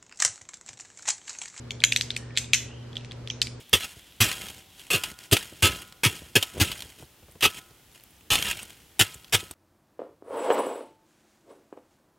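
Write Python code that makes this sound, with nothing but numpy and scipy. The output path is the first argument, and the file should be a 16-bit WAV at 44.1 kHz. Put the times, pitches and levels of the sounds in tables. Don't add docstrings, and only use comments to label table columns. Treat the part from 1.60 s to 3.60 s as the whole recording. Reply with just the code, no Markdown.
import sys
import numpy as np
from scipy import signal
from scipy.fft import rfft, irfft
from scipy.io import wavfile
from scipy.ndimage import uniform_filter1d, minimum_filter1d, map_coordinates

SR = 44100
rng = np.random.default_rng(int(sys.argv[2]) if len(sys.argv) > 2 else 0)


def volts_from_decibels(level):
    exponent = np.asarray(level, float) / 20
    return 10 ** exponent


def file_out(sig):
    cols = np.atleast_2d(sig).T
    lim = np.clip(cols, -1, 1)
    pcm = np.round(lim * 32767).astype(np.int16)
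    wavfile.write(sys.argv[1], SR, pcm)


N = 88200

# (frequency [Hz], rms level [dB])
HUM_LINES = [(69, -57.5), (120, -42.5), (240, -52.5)]
HUM_WOBBLE_DB, HUM_DRIFT_RAD = -0.5, 0.086

# (frequency [Hz], density [dB])
AIR_COLOUR = [(20, -21.5), (65, -3.5), (140, -5), (185, -12), (450, -11), (800, -21.5), (5500, -33),
              (14000, -53)]
# (frequency [Hz], likeness [0-1])
AIR_ALIKE = [(60, 1), (130, 0.95), (290, 0.85), (640, 0.06), (1400, 0.76), (3100, 0.046), (15000, 0.017)]
AIR_DB, AIR_PATCHY_DB = -46, 0.7

# (time [s], peak level [dB], palm hollow [Hz], brightness [dB])
OPEN_CONTACTS = [(0.107, -18.5, 2700, -20), (0.1079, -20, 3500, -25), (0.1088, -21, 3150, -19.5),
                 (0.2382, -1, 1840, -2), (0.2388, -5, 1420, -19.5), (0.2385, -1, 3470, -2),
                 (0.2401, -7.5, 2210, -18), (.2400, 0, 3100, -13), (0.3207, -19, 3500, -16),
                 (.3224, -7.5, 3700, -5), (0.3235, -9.5, 2510, -16), (0.3242, -11.5, 2800, -20),
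                 (0.3621, -4, 3070, -5), (.3626, -7, 3100, -16), (0.3639, -11.5, 3830, -12),
                 (0.411, -19, 4620, -9), (0.411, -7.5, 3980, -12), (0.4116, -17, 2270, -10),
                 (0.565, -16.5, 3000, 14), (0.5636, -20.5, 3920, -9), (0.5657, -17, 2460, -18),
                 (.5670, -21, 2420, -18), (1.8166, -13.5, 2480, 1), (1.8170, -5.5, 4240, -14.5),
                 (1.8172, -13, 2980, -15), (1.8192, -12, 3100, -13), (1.8201, -15.5, 3860, -19),
                 (1.8236, -20, 3940, -6)]
# (time [s], peak level [dB], palm hollow [Hz], brightness [dB])
FIST_CONTACTS = [(0.774, -5, 2540, -10.5), (0.7739, -18, 3600, -12), (.7748, -8, 3420, -8),
                 (0.7752, -35, 2600, -10), (.7776, -13.5, 3830, -5), (0.7815, -25, 2720, -14),
                 (0.7821, -15, 3430, -10), (.7840, -16.5, 3400, -19), (.9300, -33, 4200, -10),
                 (0.9335, -3.5, 2500, 5), (0.9338, -2, 2400, -13), (.9353, -10.5, 2550, -17),
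                 (0.9358, -6, 2590, -17.5), (.9370, -8.5, 2880, 2), (0.9384, -17.5, 2730, -10),
                 (0.939, -12, 3480, -1), (0.9424, -17, 4300, -8), (0.9433, -11, 4740, -7),
                 (0.9435, -18, 3030, -18), (0.9467, -17.5, 2630, -10), (0.9476, -21, 2930, -25),
                 (0.9476, -18.5, 2540, 7), (0.9492, -9.5, 2600, -15)]
# (time [s], peak level [dB], palm hollow [Hz], brightness [dB], chain length [ms])
SNAP_CHAINS = [
    (0.2037, -25, 3400, -19, 0.43),
    (0.5044, -12, 3700, -20.5, 2.3),
    (1.3553, -28.5, 3550, -11, 1.2),
    (1.3682, -17, 3450, -25.5, 1.04),
    (1.7009, -16.5, 3200, -29, 1.6),
    (1.7003, -24.5, 5880, -29, 0.48),
]
# (time [s], peak level [dB], palm hollow [Hz], brightness
# [dB], chain length [ms])
MORE_CHAINS = [(.2200, -26.5, 2400, -22.5, 0.54), (.541, -36, 4000, -12, 1.2),
               (.549, -33, 3980, -12, 2.05), (.706, -42, 2320, -40, 1), (0.7541, -32, 2320, -12, 12),
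               (0.7669, -20.5, 3650, -15, 1.2), (0.843, -32, 3470, -31, 1.7),
               (1.33, -37.5, 3400, -23, 1.64), (1.3585, -32.5, 3400, -32, 1.56),
               (1.409, -38.5, 3100, -15, 4.1), (0.1516, -40, 3000, -1, 0.33),
               (1.4391, -46, 3550, -11, 1.25), (1.447, -31, 2720, -18, 1.74),
               (1.511, -30, 3410, -25, 2.5), (1.5189, -29, 3100, -8, 1.97),
               (1.6747, -21.5, 3430, -26, 0.55), (1.87, -23, 3250, -6, 2.2)]
CONTACT_T60_S = 0.0066
SAME_SNAP_S = 0.015
FIST_ROOM_DB = 3.5

# (frequency [Hz], level [dB], decay t60 [s])
STEEL_MODES = [(5830, -2.5, 0.0069), (6520, -4.5, 0.0078), (7540, 0, 0.008), (8700, -12, 0.0056),
               (11360, -10, 0.0041), (14600, -22.5, 0.0014)]
# (frequency [Hz], level [dB], decay t60 [s])
CLUMP_MODES = [(1950, -16, 0.01), (2400, -6.5, 0.022), (3100, 6, 0.0013), (3560, 21, 0.0013),
               (4300, -38, 0.0046)]
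CLUMP_FOLLOWS = 0.86
HOLLOW_SPREAD, HOLLOW_DB = 0.0093, -1.5
HOLLOW_T60_S, HOLLOW_RISE_S = 0.007, 0.0005
MODE_SPREAD, MODE_SCATTER_DB, MODE_RISE_S = 0.074, 1.5, 0.00015
CONTACT_SCATTER_DB, CHAIN_FADE_DB = -2, 3
STEEL_FADE_DB = 28
BASS_CUT_HZ = 1790

# (frequency [Hz], side relative to mid [dB])
SIDE_LEVEL = [(1500, -27), (4000, -22.5), (8000, -10.5), (14000, -0.5)]
# (frequency [Hz], decay t60 [s])
ROOM_DECAY = [(1000, 0.41), (2500, 0.41), (6000, 0.3), (12000, 0.35)]
# (frequency [Hz], level [dB])
ROOM_COLOUR = [(1200, -15.5), (2400, -5), (3300, -8), (4600, -4.5), (6000, 8), (8500, 2), (10500, 2.5),
               (14000, 7)]
# (frequency [Hz], likeness [0-1])
ROOM_ALIKE = [(1400, 1), (3100, 1), (6800, 0.1), (14000, 0.033)]
ROOM_DB, ROOM_START_S = -8.5, 0.00094
WALL_S, WALL_LONG_S, WALL_DB, SLAP_DB = 0.0069, 0.0049, -8.5, -15
BLUR_HZ = 1800

# (time [s], palm hollow [Hz], level [dB])
CLOSING = [
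    (.54, 1750, -68),
    (.6, 1816, -56),
    (.66, 1860, -60),
    (.74, 1800, -59.5),
    (.78, 1810, -75),
]
# (time [s], palm hollow [Hz], level [dB])
OPENING = [
    (1.0, 2400, -70),
    (1.07, 2600, -58),
    (1.14, 2900, -53),
    (1.19, 3020, -56.5),
    (1.26, 3000, -65),
    (1.33, 3100, -65),
]
CLOSING_WIDE_HZ, OPENING_WIDE_HZ = 110, 170

# (frequency [Hz], level [dB])
STARVED_LIMIT = [(8200, -112), (9000, -89), (10500, -85.5), (13000, -81.5), (16500, -77)]
# (frequency [Hz], level [dB])
CALM_LIMIT = [(6000, -115), (9000, -100), (12000, -103), (14500, -104), (15500, -92)]
STARVED_S, STARVE_LAG_S = 0.17, 0.022
STARVE_FOLLOWS, LOUD_DB = 1.5, -11.5

MIC_TOP_HZ, CEILING = 16000, 0.97


def along(points, hz):
    f, v = np.transpose(points)
    return np.interp(np.log(hz + 1), np.log(f + 1), v)


def unit(x):
    return x / np.sqrt(np.mean(x ** 2) + 1e-20)


def wobble(rate):
    knots = rng.standard_normal(int(N * rate / SR) + 4)
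    return map_coordinates(knots, [np.arange(N) * rate / SR])


def paired(pair, colour, alike):
    hz = np.fft.rfftfreq(pair.shape[1], 1 / SR)
    turn = np.arccos(np.clip(along(alike, hz), -1, 1)) / 2
    spectra = rfft(pair) * volts_from_decibels(along(colour, hz)) * [np.cos(turn), np.sin(turn)]
    mid, side = irfft(spectra, pair.shape[1])
    return np.array([mid + side, mid - side])


def hum():
    t = np.arange(N) / SR
    total = np.zeros(N)
    for hz, db in HUM_LINES:
        level = np.sqrt(2) * volts_from_decibels(db + HUM_WOBBLE_DB * wobble(4.78))
        total += level * np.sin(2 * np.pi * hz * t + HUM_DRIFT_RAD * wobble(6.46))
    return total


def air():
    z = signal.stft(rng.standard_normal((2, N)), nperseg=512)[2]
    field = uniform_filter1d(rng.standard_normal(z.shape[1:]), 6, 0)
    field = uniform_filter1d(field, 14, 1)
    pair = signal.istft(z * volts_from_decibels(AIR_PATCHY_DB * unit(field)), nperseg=512)[1][:, :N]
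    return volts_from_decibels(AIR_DB) * unit(paired(pair, AIR_COLOUR, AIR_ALIKE))


def ring(t, hz, t60, rise):
    t = np.maximum(t, 0)
    return np.sin(2 * np.pi * hz * t) * volts_from_decibels(-60 * t / t60) * (1 - np.exp(-t / rise))


def snap(hollow_hz, bright_db, long_ms, hollow_t60, count):
    steps = np.arange(1, count) + rng.uniform(-1, 0, count - 1)
    place = np.r_[0, steps / max(count - 1, 1)][:, None]
    t = np.arange(768) / SR - long_ms / 1000 * place

    def scatter():
        return rng.standard_normal((count, 1))

    hollow = hollow_hz * np.exp(HOLLOW_SPREAD * scatter())
    sound = volts_from_decibels(HOLLOW_DB) * ring(t, hollow, hollow_t60, HOLLOW_RISE_S)
    modes = [(hz, db + CLUMP_FOLLOWS * bright_db, t60) for hz, db, t60 in CLUMP_MODES]
    modes += [(hz, db + bright_db - STEEL_FADE_DB * place, t60) for hz, db, t60 in STEEL_MODES]
    for hz, db, t60 in modes:
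        level = volts_from_decibels(db + MODE_SCATTER_DB * scatter())
        sound = sound + level * ring(t, hz * np.exp(MODE_SPREAD * scatter()), t60, MODE_RISE_S)
    force = volts_from_decibels(CONTACT_SCATTER_DB * scatter() - CHAIN_FADE_DB * place)
    sound = (sound * np.sign(scatter()) * force).sum(0)
    sound = signal.sosfilt(signal.butter(3, BASS_CUT_HZ, 'high', fs=SR, output='sos'), sound)
    return sound / abs(sound).max()


def all_round(sound):
    power = uniform_filter1d(abs(rfft(sound)) ** 2, max(1, round(BLUR_HZ * len(sound) / SR)))
    return np.roll(irfft(np.sqrt(abs(power)), len(sound)), 64)


def room():
    length = SR // 2
    hz, t, z = signal.stft(rng.standard_normal((2, length)), SR, nperseg=128)
    decay = volts_from_decibels(-60 * t / along(ROOM_DECAY, hz)[:, None])
    tail = signal.istft(z * decay, SR, nperseg=128)[1][:, :length]
    t = np.arange(length) / SR
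    tail *= np.clip(t / ROOM_START_S, 0, 1) ** 2
    onset = np.clip((t - WALL_S) * 2000, 0, 1)
    wall = rng.standard_normal((2, length)) * onset / (1 + (abs(t - WALL_S) / WALL_LONG_S) ** 8)
    wall[:, round(WALL_S * SR)] += volts_from_decibels(SLAP_DB - WALL_DB) * np.linalg.norm(wall[0])
    tail = volts_from_decibels(ROOM_DB) * tail / np.linalg.norm(tail[0])
    wall = volts_from_decibels(WALL_DB) * wall / np.linalg.norm(wall[0])
    return paired(tail + wall, ROOM_COLOUR, ROOM_ALIKE)


def balls():
    out, last = np.zeros((2, N + SR)), -1
    singles = [(*row, 0, 1, CONTACT_T60_S) for row in FIST_CONTACTS + OPEN_CONTACTS]
    chains = [(*row, 4, HOLLOW_T60_S) for row in SNAP_CHAINS + MORE_CHAINS]
    for k, (s, db, hollow_hz, bright_db, long_ms, count, t60) in enumerate(singles + chains):
        mid = volts_from_decibels(db) * snap(hollow_hz, bright_db, long_ms, t60, count)
        hz = np.fft.rfftfreq(len(mid), 1 / SR)
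        delay = np.exp(-2j * np.pi * hz * rng.uniform(0, 0.00021))
        side = irfft(rfft(mid) * volts_from_decibels(along(SIDE_LEVEL, hz)) * delay, len(mid))
        if k >= len(singles) or abs(s - last) > SAME_SNAP_S:
            answer = room()
        last = s
        wet = signal.fftconvolve(all_round(mid)[None], answer, axes=1)
        if k < len(FIST_CONTACTS):
            wet = wet * volts_from_decibels(FIST_ROOM_DB)
        at = round(s * SR)
        out[:, at:at + len(mid)] += [mid + side, mid - side]
        out[:, at:at + wet.shape[1]] += wet
    return out[:, :N]


def skin(rows, wide_hz):
    s, hz, db = np.transpose(rows)
    t = np.arange(N) / SR
    low = signal.butter(2, wide_hz, fs=SR, output='sos')
    band = signal.sosfilt(low, rng.standard_normal((2, N)))
    turn = 2 * np.pi * np.cumsum(np.interp(t, s, hz)) / SR
    rub = unit(band[0] * np.cos(turn) + band[1] * np.sin(turn))
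    return volts_from_decibels(np.interp(t, s, db, -120, -120) + 1.4 * wobble(41.15)) * rub


def treble_dropout(x):
    hz, t, z = signal.stft(x, SR, nperseg=1024)
    memory = round(STARVED_S * SR)
    peak = -minimum_filter1d(-abs(x).max(0), size=memory | 1, origin=memory // 2, mode='constant')
    recent_db = 20 * np.log10(np.interp(t - STARVE_LAG_S, np.arange(N) / SR, peak) + 1e-9)
    power = abs(z[:, 1:]) ** 2
    bands = power.reshape(2, -1, 16, len(t)).mean(2).repeat(16, 1)
    fine = uniform_filter1d(power, size=3, axis=1)
    relief_db = STARVE_FOLLOWS * np.minimum(recent_db - LOUD_DB, 0)
    starved = volts_from_decibels(along(STARVED_LIMIT, hz[1:])[:, None] + relief_db) ** 2
    calm = volts_from_decibels(along(CALM_LIMIT, hz[1:]))[:, None] ** 2
    z[:, 1:] *= (bands > starved) * (fine > calm)
    return signal.istft(z, SR, nperseg=1024)[1][:, :N]


def scene():
    rubbing = skin(CLOSING, CLOSING_WIDE_HZ) + skin(OPENING, OPENING_WIDE_HZ)
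    return hum() + air() + balls() + rubbing


def band_limit(x):
    return signal.sosfilt(signal.butter(12, 16660, fs=SR, output="sos"), x)


def record(dry):
    hz = np.fft.rfftfreq(N, 1 / SR)
    picked_up = irfft(rfft(dry) / (1 + (hz / MIC_TOP_HZ) ** 24), N)
    limited = picked_up / (1 + abs(picked_up / CEILING) ** 6) ** (1 / 6)
    mix = treble_dropout(limited)
    return band_limit(mix)


dry = scene()
out = record(dry)
file_out(out)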